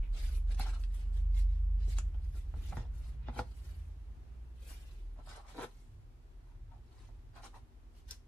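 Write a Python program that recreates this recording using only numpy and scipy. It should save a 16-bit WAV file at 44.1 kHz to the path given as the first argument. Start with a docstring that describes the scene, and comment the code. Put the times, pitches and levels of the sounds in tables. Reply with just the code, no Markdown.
"""Eyeglass frames on a table

Gloved hands turn a pair of plastic eyeglass frames, lay them and a loose arm on a table and pick
them up again. The rubber gloves catch and crackle; the parts click, knock and scrape, so the table
rings and the small room answers briefly. Through the walls comes the low drone of an engine that
speeds up a little and fades away."""
import sys
import numpy as np
from scipy import signal
from scipy.fft import rfft, irfft, next_fast_len
from scipy.io import wavfile

SR = 44100
rng = np.random.default_rng(int(sys.argv[2]) if len(sys.argv) > 2 else 0)


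def dump_mix(stems):
    """Bounce the given channels to the path in sys.argv[1] as a 16-bit WAV at rate SR."""
    frames = np.atleast_2d(stems).T  # one column per channel
    limited = np.clip(frames, -1, 1)  # hard clip at full scale
    pcm = np.round(limited * 32767).astype(np.int16)
    wavfile.write(sys.argv[1], SR, pcm)


N = 365051
TIME = np.arange(N) / SR


def undb(db):
    """Turn decibels into a gain."""
    return 10 ** (np.asarray(db) / 20)


def unit(x):
    """Scale a sound to an average (rms) level of 1."""
    return x / np.sqrt(np.mean(x ** 2))


def colour(x, points):
    """Shape the tone with a curve of (frequency [Hz], gain [dB]) points."""
    hz, db = np.transpose(points)
    size = next_fast_len(N)
    freqs = np.fft.rfftfreq(size, 1 / SR) + 1
    gain = undb(np.interp(np.log(freqs), np.log(hz), db))
    return irfft(rfft(x, size) * gain, size)[..., :N]


def wander(per_s):
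    """A random curve that strays by about 1 and heads somewhere new per_s times a second."""
    targets = rng.standard_normal(2048)
    return np.interp(TIME * per_s, np.arange(len(targets)), targets) * np.sqrt(3 / 2)


def soften(x, hz, order=2):
    """Dull a sound by turning down what lies above hz."""
    return signal.lfilter(*signal.butter(order, min(hz, SR / 2 - 1000), fs=SR), x)


def resonate(x, hz, boost, q):
    """Bring out one pitch, keeping the overall level; a higher q makes it narrower."""
    y = x + boost * signal.lfilter(*signal.iirpeak(hz, q, fs=SR), x)
    return y * np.std(x) / np.std(y)


def add(track, s, x):
    """Mix a short sound in at s seconds."""
    i = max(int(s * SR), 0)
    track[i:i + len(x)] += x[:N - i]


def tiny_slips(spread_db, per_s):
    """Friction: a dense stream of tiny slips, a few much larger than the rest."""
    size = undb(spread_db * np.minimum(rng.exponential(size=N), 4))
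    return unit(rng.standard_normal(N) * size * (rng.random(N) < per_s / SR))


def burst(noise, s, length, rise_share, abruptness):
    """Noise swells to a peak at time s and dies away. Returns the start time and the sound."""
    rise = length * rise_share
    fall = length - rise
    span = slice(max(int((s - 3 * rise) * SR), 0), int((s + 4 * fall) * SR))
    t = TIME[span] - s
    from_peak = np.abs(t / np.where(t < 0, rise, fall))
    return span.start / SR, noise[span] * .5 ** (from_peak ** abruptness)


# tone of the room's still air: (frequency [Hz], gain [dB])
AIR_TONE = [(15, -73), (27, -19), (42, -8.5), (60, -8), (96, -33.5), (129, -34), (148, -29.5), (209, -34.5),
            (246, -25.5), (274, -30), (368, -27.5), (522, -38.5), (803, -37.5), (1270, -42.5),
            (2550, -47.5), (11500, -58), (15500, -70)]
# the room's steady hum: (pitch [Hz], level [dB])
HUM_NOTES = [(120, -73), (242, -81.5)]

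def air():
    """Quiet room noise, partly different in each ear, and a slightly wavering hum."""
    mid, side = rng.standard_normal((2, N))
    side = colour(side, [(50, -7), (130, -.5), (300, -11.5), (700, 1), (1500, .5)])
    noise = unit(colour(np.array([mid + side, mid - side]), AIR_TONE))
    hum = 0
    for hz, db in HUM_NOTES:
        level = np.sqrt(2) * undb(db + 2 * wander(5.1))
        hum += level * np.sin(2 * np.pi * hz * TIME + .49 * wander(5))
    return undb(-62 + .7 * wander(3)) * noise + hum


# how fast the engine runs: (time [s], cycles per second [Hz])
ENGINE_RATE = [(0, 8), (.3, 8.12), (1, 8.7), (1.4, 8.9), (2.2, 9.49), (2.6, 9.71), (3.8, 9.98), (5, 9.77),
               (8.28, 9.95)]
# the swell that weak notes and rumble follow: (time [s], level [dB])
SWELL = [(0, -3.5), (.5, -3), (.9, -7), (1.5, -6), (1.9, -1.5), (2.5, -6.5), (3.3, -3), (3.802, -12),
         (4.4, -21), (5.2, -28), (5.7, -27.5), (8.28, -33.5)]
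# four strong notes that boom and fade in turn: {multiple of the rate: (time [s], level [dB])}
STRONG_NOTES = {4: [(0, -37.5), (1.45, -72), (1.85, -41), (2.8, -48), (3.3, -61), (4.4, -61.5), (5.1, -47),
                (5.5, -59), (6.6, -58), (7.4, -65), (8.28, -62.5)], 5: [(0, -34.5), (.2, -39.5), (.5, -31),
                (1, -38.5), (1.45, -31), (1.9, -32.5), (2.3, -46), (2.9, -48.5), (3.3, -50.5), (4.1, -51),
                (4.6, -78.5), (8.28, -69.5)], 6: [(0, -47), (1.3, -65), (1.65, -58), (2.1, -42),
                (2.5, -47.5), (3.1, -44.5), (4, -56), (4.6, -51), (5.2, -58.5), (5.8, -70.5),
                (8.28, -67.5)], 8: [(0, -75), (.3, -40), (1, -48.5), (1.25, -42), (1.85, -43), (2.4, -48.5),
                (2.85, -50.5), (3.15, -70.5), (3.8, -49.5), (4.3, -65.5), (5.3, -64.5), (5.6, -74),
                (8.28, -66.5)]}
# weak notes: (multiple of the rate, level at full swell [dB], share of the swell followed [0-1])
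WEAK_NOTES = [(7, -73, 0.76), (9, -57.5, 0.95), (11, -69, 0.78), (12, -73, 0.21), (13, -67, 0.47),
              (14, -62, 1)]
# tone of the rumble behind the walls: (frequency [Hz], gain [dB])
RUMBLE_TONE = [(15, -36.5), (42, 7), (80, -2.5), (140, -3), (200, -13), (350, -26.5), (900, -28),
               (3000, -35.5), (8000, -66)]

def engine():
    """Only the engine's lowest notes pass the walls and boom in the room, along with a dull rumble."""
    rate_hz = np.interp(TIME, *np.transpose(ENGINE_RATE))
    swell_db = np.interp(TIME, *np.transpose(SWELL))
    phase = 2 * np.pi * np.cumsum(rate_hz) / SR
    strong = [(multiple, np.interp(TIME, *np.transpose(curve)) + 1.3 * wander(9))
              for multiple, curve in STRONG_NOTES.items()]
    weak = [(multiple, db + share * swell_db + 2 * wander(5.2)) for multiple, db, share in WEAK_NOTES]
    drone = sum(np.sqrt(2) * undb(db) * np.sin(multiple * phase + 2 * np.pi * rng.random())
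                for multiple, db in strong + weak)
    both_ears, each_ear = rng.standard_normal(N), rng.standard_normal((2, N))
    rumble = unit(colour(both_ears + 1.34 * each_ear, RUMBLE_TONE))
    rumble *= undb(-55.5 + .55 * swell_db + 3 * wander(4.6))
    return (drone + rumble) * undb([[-.45], [.45]])  # a little louder on the right


# soft low rumbles and thuds: (time [s], length [s], level [dB], dulled above [Hz])
THUDS = [(2.53, 0.091, -50, 149), (2.8, 0.048, -40, 160), (2.933, .034, -40, 60), (3.042, .027, -49, 90),
         (5.95, .19, -52, 200), (6.406, 0.079, -59, 250), (6.684, 0.35, -52.5, 89.6),
         (7.107, 0.29, -54.5, 250), (7.513, .25, -54.5, 90), (8.08, 0.1, -52, 60)]
# their tone: (frequency [Hz], gain [dB])
THUD_TONE = [(15, -32), (27, -4), (40, 6), (70, -3.5), (118, -0.5), (160, -23), (400, -52), (1500, -110)]

def low_thuds():
    """Soft low rumbles and thuds swell and fade."""
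    out = np.zeros(N)
    rumble = unit(colour(rng.standard_normal(N), THUD_TONE))
    for s, length, db, top_hz in THUDS:
        start, thud = burst(rumble, s, length, rise_share=.36, abruptness=3.4)
        add(out, start, undb(db) * soften(thud, top_hz))
    return out


def reflections(fade_s, early_boost, early_s):
    """Left and right echoes: table and hands answer first, then the walls, down 60 dB in fade_s."""
    t = TIME[:SR // 5]
    decay = undb(-60 * t / fade_s) * (t > .001)
    early = 1 + early_boost * np.exp(-t / early_s)
    tail = soften(rng.standard_normal((2, len(t))), 8300, order=1) * decay * early
    # long waves reach both sides alike
    side = (tail[0] - tail[1]) / 2
    tail -= np.array([[1], [-1]]) * soften(side, 650, order=1)
    return tail / np.sqrt(np.sum(tail ** 2, axis=1, keepdims=True))


def room(x):
    """The echo paths keep changing as the hands move, so each short piece gets its own echoes."""
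    hop = SR // 14
    window = signal.windows.hann(2 * hop, sym=False)
    left, right = np.zeros(N), np.zeros(N)
    for i in range(0, N - hop, hop):
        piece = x[i:i + 2 * hop] * window[:N - i]
        paths = reflections(fade_s=.23, early_boost=4, early_s=.011)
        echoes = signal.fftconvolve(piece[None], paths, axes=1)
        add(left, i / SR, echoes[0])
        add(right, i / SR, echoes[1])
    return np.array([left, right])


def ring(notes):
    """The answer to one tap: notes that die away, the wider the sooner."""
    t = TIME[:SR // 10]
    sound = 0
    for k, (hz, width, db) in enumerate(notes):
        fade = width * np.exp(-np.pi * width * t)
        sound += (-1) ** k * undb(db) * fade * np.cos(2 * np.pi * hz * t)
    return sound / np.sqrt(np.sum(sound ** 2))


# notes of the table top: (pitch [Hz], width [Hz], level [dB])
TOP_NOTES = [(653, 157, 3), (817, 190, 6.5), (990, 204, 3), (1374, 174, 0), (1900, 550, -6),
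             (2420, 1470, -12), (3080, 230, -11.5), (3960, 180, -13)]
# notes of its deep, soft body: (pitch [Hz], width [Hz], level [dB])
BODY_NOTES = [(79, 58, -7), (105.5, 32.5, 7.5), (180, 43, -4.5), (232.7, 21, 3), (424, 190, -8.5),
              (500, 26, -2)]

def table(top, body):
    """Pushes on the table's top and on its deep body make each ring with its own notes."""
    return (signal.oaconvolve(top, ring(TOP_NOTES)) + signal.oaconvolve(body, ring(BODY_NOTES)))[:N]


# fingers sliding the frames on the table:
# (time [s], length [s], level [dB], extra for the hand's weight [dB], pitch [Hz], glove hiss [dB])
FRAME_SLIDES = [(0.514, 0.043, -78, 5, 625, -60.5), (0.609, .036, -58, -18, 1550, -48),
                (0.675, 0.043, -58.5, -22, 1430, -54.5), (0.745, 0.034, -63.5, -13, 1390, -59.5),
                (2.722, 0.028, -67, 14, 1240, -90), (2.77, 0.054, -68, 9, 1900, -80),
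                (2.813, 0.062, -69.5, 5, 795, -69.5), (3.358, 0.043, -65, -7, 835, -59.5),
                (3.389, 0.02, -66.5, 20, 1590, -51), (5.19, 0.039, -70.5, 2, 940, -81),
                (5.312, 0.066, -65.5, -4, 1180, -56.5), (5.379, 0.039, -63, -1, 1180, -67),
                (5.443, 0.085, -73.5, -12, 1000, -99), (5.501, 0.062, -74, -10, 1120, -64.5),
                (5.558, 0.032, -66, 10.5, 340, -67), (5.607, 0.049, -58, 9, 393, -59.5),
                (5.612, 0.046, -58.5, -7, 1020, -62), (5.635, 0.017, -57.5, 3, 1490, -59),
                (6.494, 0.12, -81.5, -6, 1300, -85), (6.742, 0.066, -78, -6, 870, -82),
                (7.002, 0.14, -84, 3, 1280, -71.5), (7.369, 0.035, -64, -3, 1450, -63),
                (7.4, 0.019, -66, -6, 1210, -83), (7.452, 0.033, -62.5, 3.5, 1220, -54),
                (7.556, 0.045, -69.5, -3, 970, -66.5)]

def slides():
    """Parts drag over the table in small slips; a heavier touch also moves its deep body."""
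    top, body = np.zeros(N), np.zeros(N)
    slips = soften(tiny_slips(spread_db=2, per_s=2600), 4700, order=1)
    friction = unit(slips * undb(2.2 * wander(140)))
    low_cut = signal.butter(2, 314, "high", fs=SR)  # a sideways push hardly stirs the lowest notes
    for s, length, db, weight_db, pitch_hz, _ in FRAME_SLIDES:
        start, scrape = burst(friction, s, length, rise_share=.53, abruptness=2)
        scrape = resonate(scrape, pitch_hz, boost=1, q=2.9)
        add(top, start, undb(db) * scrape)
        add(body, start, undb(db + weight_db) * signal.lfilter(*low_cut, scrape))
    return table(top, body)


def flicker(x, depth_db, per_s):
    """Each band of the hiss flickers on its own, making it grainy."""
    edges_hz = np.geomspace(1500, 13000, 8)
    size = next_fast_len(N)
    spectrum = rfft(x, size)
    band = np.searchsorted(edges_hz, np.fft.rfftfreq(size, 1 / SR))
    return sum(irfft(spectrum * (band == k), size)[:N] * undb(depth_db * wander(per_s))
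               for k in range(len(edges_hz) + 1))


def fold_pops(per_s, low_hz, high_hz, ring_cycles, spread_db):
    """Folds of thin rubber pop at random, each a tiny ring of its own pitch and size."""
    out, t = np.zeros(N), TIME[:SR // 80]
    for when, height, luck in rng.random((int(per_s * N / SR), 3)):
        hz = low_hz * (high_hz / low_hz) ** height
        size = undb(spread_db * min(-np.log(1 - luck), 3)) * hz ** .75
        pop = np.exp(-t * hz / ring_cycles) * np.sin(2 * np.pi * hz * t)
        add(out, when * TIME[-1], size * pop)
    return unit(out)


# tone of rubbing rubber: (frequency [Hz], gain [dB])
RUBBER_TONE = [(150, 6), (400, 3.5), (1000, -2), (1700, -1), (2500, -0.5), (4300, -1.5), (6300, -4),
               (9500, -2.5), (12500, -1.5), (15500, -8)]
# glove rubs and a few longer, faint swells of hiss:
# (time [s], length [s], level [dB], dulled above [Hz], pitch [Hz], boost at that pitch)
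RUBS_AND_SWELLS = [(0.032, .05, -57.5, 3900, 2340, 2.9), (0.181, 0.048, -53.5, 12600, 3570, 1.3),
                   (0.255, 0.059, -57, 15000, 5900, 0.54), (.285, 0.035, -85, 5000, 2100, 2.6),
                   (.335, 0.031, -60.5, 12000, 3520, 1.9), (0.346, 0.059, -61.5, 14100, 10200, 2.3),
                   (0.813, 0.044, -65.5, 14300, 9500, 0.65), (0.959, .055, -64.5, 14200, 9300, 0.68),
                   (1.022, 0.063, -71, 12500, 2700, 1.1), (1.168, 0.052, -67, 11900, 5440, .4),
                   (1.383, 0.049, -58, 12800, 4760, 0.75), (1.53, 0.068, -74, 11600, 5000, .4),
                   (1.826, 0.042, -65, 9200, 4920, 0.54), (1.907, .045, -57.5, 14000, 6850, 0.92),
                   (1.975, 0.037, -56, 9600, 7900, 0.49), (2.246, .03, -74, 14000, 9400, .4),
                   (2.375, 0.066, -63, 14800, 8100, 0.57), (2.683, 0.16, -62.5, 12500, 3560, 0.33),
                   (2.803, 0.029, -80, 11000, 4000, .4), (2.954, 0.042, -70, 13000, 7000, 0.18),
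                   (3.058, 0.099, -66.5, 11000, 7150, 0.14), (3.278, 0.067, -63.5, 3900, 2180, 0.33),
                   (3.66, 0.3, -68.5, 12700, 8650, 0.13), (4.634, 0.065, -78, 14100, 9000, 0.35),
                   (4.702, 0.079, -59.5, 16800, 9550, 0.84), (4.82, 0.31, -68.5, 13500, 2750, 0.93),
                   (5.746, 0.3, -74.5, 12500, 7900, 0.36), (7.983, 0.056, -72, 13200, 5100, 0.46),
                   (8.104, 0.031, -63, 12100, 4800, 3.4), (8.114, 0.042, -59, 15900, 5300, 1)]

def gloves():
    """Thin rubber catches, slips and crackles; each rub has its own brightness and pitch."""
    slips = colour(tiny_slips(spread_db=2, per_s=6000), RUBBER_TONE) * undb(2 * wander(110))
    rustle = flicker(slips, depth_db=3, per_s=100) / np.std(slips)
    crackle = fold_pops(per_s=600, low_hz=1900, high_hz=12500, ring_cycles=9, spread_db=2.5)
    friction = unit(rustle + undb(-8) * crackle)
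    held_up = soften(1. * (TIME < 2.5), 18)  # a faint rustle while the frames are held up
    out = friction * undb(-83.5 + 2 * wander(8.25)) * held_up
    # the gloves also hiss during each slide on the table
    hisses = [(s, length, hiss_db, 10200, 3920, .33) for s, length, *_, hiss_db in FRAME_SLIDES]
    for s, length, db, top_hz, pitch_hz, boost in RUBS_AND_SWELLS + hisses:
        start, hiss = burst(friction, s, length, rise_share=.53, abruptness=1.56)
        hiss = soften(hiss, top_hz, order=3)
        add(out, start, undb(db) * resonate(hiss, pitch_hz, boost, q=3.7))
    return out


# parts landing on the table:
# (time [s], strength [dB], extra for the thump [dB], thump dulled above [Hz], pitch of the part [Hz])
LANDINGS = [(.596, -17.5, 2.5, 257, 820), (1.878, -45, 22.5, 900, 500), (2.145, -39, 5, 900, 1390),
            (2.539, -29, -1, 900, 870), (2.565, -43, 21, 300, 800), (2.7237, -24, 3, 260, 1370),
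            (2.729, -22, -6, 220, 855), (2.769, -19, 7, 263, 1860), (3.284, -21, 3.5, 1200, 826),
            (3.362, -26.5, 3.5, 500, 855), (3.391, -9.5, -3, 700, 885), (3.4093, -26, 5.5, 700, 750),
            (5.188, -39, 7, 700, 970), (5.272, -30.5, -20, 700, 1000), (5.593, -19.5, -12, 900, 1450),
            (5.638, -30, -14, 900, 1020), (6.721, -40.5, -5, 700, 830), (7.089, -38.5, 0, 700, 715),
            (7.358, -38, -10, 500, 1400), (7.433, -31.5, -10, 700, 1400)]

def knocks():
    """A plastic part lands on the table with one short push and rings briefly at its own pitch."""
    top, body = np.zeros(N), np.zeros(N)
    for s, db, thump_db, thump_hz, pitch_hz in LANDINGS:
        brightness_hz = 2700 * 2 ** (db / 29)  # a harder knock is shorter and so brighter
        push = soften(signal.unit_impulse(SR // 30), brightness_hz, order=1)
        add(top, s, undb(db) * resonate(push, pitch_hz, boost=.64, q=9.1))
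        add(body, s, undb(db + thump_db) * soften(push, thump_hz))
    return table(top, body)


# clicks of hinge and rim:
# (time [s], energy [dB], pitch [Hz], width [Hz], time to fade by 60 dB [s], dulled above [Hz])
FRAME_CLICKS = [(.547, -31, 3480, 4000, .0078, 9800), (0.597, -22, 10200, 5000, .012, 12900),
                (.8384, -30, 2850, 1080, 0.003, 7000), (1.9859, -18, 7540, 4000, 0.0019, 10200),
                (1.9861, -22, 1490, 1000, .0047, 5000), (2.145, -44, 2800, 1500, 0.0065, 5000),
                (2.77, -34.5, 2970, 2500, 0.0049, 9000), (3.284, -32, 1980, 1200, 0.0045, 4500),
                (8.11, -14.5, 5330, 900, 0.0064, 15000), (8.115, -28, 5500, 1500, 0.073, 15000)]

def clicks():
    """Small parts click: a brief crack with a slightly softened start, around one rough pitch."""
    out = np.zeros(N)
    lead_s, rise_s = .012, .006
    t = TIME[:SR // 15] - lead_s
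    for s, db, hz, width, fade_s, top_hz in FRAME_CLICKS:
        shape = undb(-60 * np.abs(t) / np.where(t < 0, rise_s, fade_s))
        crack = rng.standard_normal(len(t)) * shape
        click = signal.lfilter(*signal.iirpeak(hz, hz / width, fs=SR), crack)
        click = soften(click, top_hz, order=4)  # plastic damps the very top
        add(out, s - lead_s, undb(db) * click / np.sqrt(np.sum(click ** 2)))
    return out


# the high sounds of the handling lean to the left: (frequency [Hz], left minus right [dB])
LEFT_TILT = [(800, 0.9), (1450, 0), (3000, -0.3), (7200, 2), (9000, 6), (15000, 2)]

def scene():
    """Hands, table and frames in the room, over the engine, the still air and soft low thuds."""
    rubber, scrapes, landings, snaps = gloves(), slides(), knocks(), clicks()
    near = undb(-9) * rubber + undb(-2) * scrapes + undb(-1.5) * landings + undb(-2.5) * snaps
    echoing = undb(3) * rubber + undb(-2) * scrapes + undb(-2.5) * landings + undb(-4.5) * snaps
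    direct = np.array([near, np.roll(near, 3)])  # reaches the left side 3 samples sooner
    left, right = direct + room(echoing)
    left = colour(left, [(hz, db / 2) for hz, db in LEFT_TILT])
    right = colour(right, [(hz, -db / 2) for hz, db in LEFT_TILT])
    return np.array([left, right]) + engine() + air() + low_thuds()


# tone of the microphones: (frequency [Hz], gain [dB])
MIC_TONE = [(100, 2), (6000, -1), (9500, -1.45), (15000, 2)]

def record(dry):
    """Two small microphones tint the sound, and a steep filter cuts the very top."""
    top_cut = signal.ellip(10, .2, 80, 15500, fs=SR, output="sos")
    return signal.sosfilt(top_cut, colour(dry, MIC_TONE))


dry = scene()
out = record(dry)
dump_mix(out)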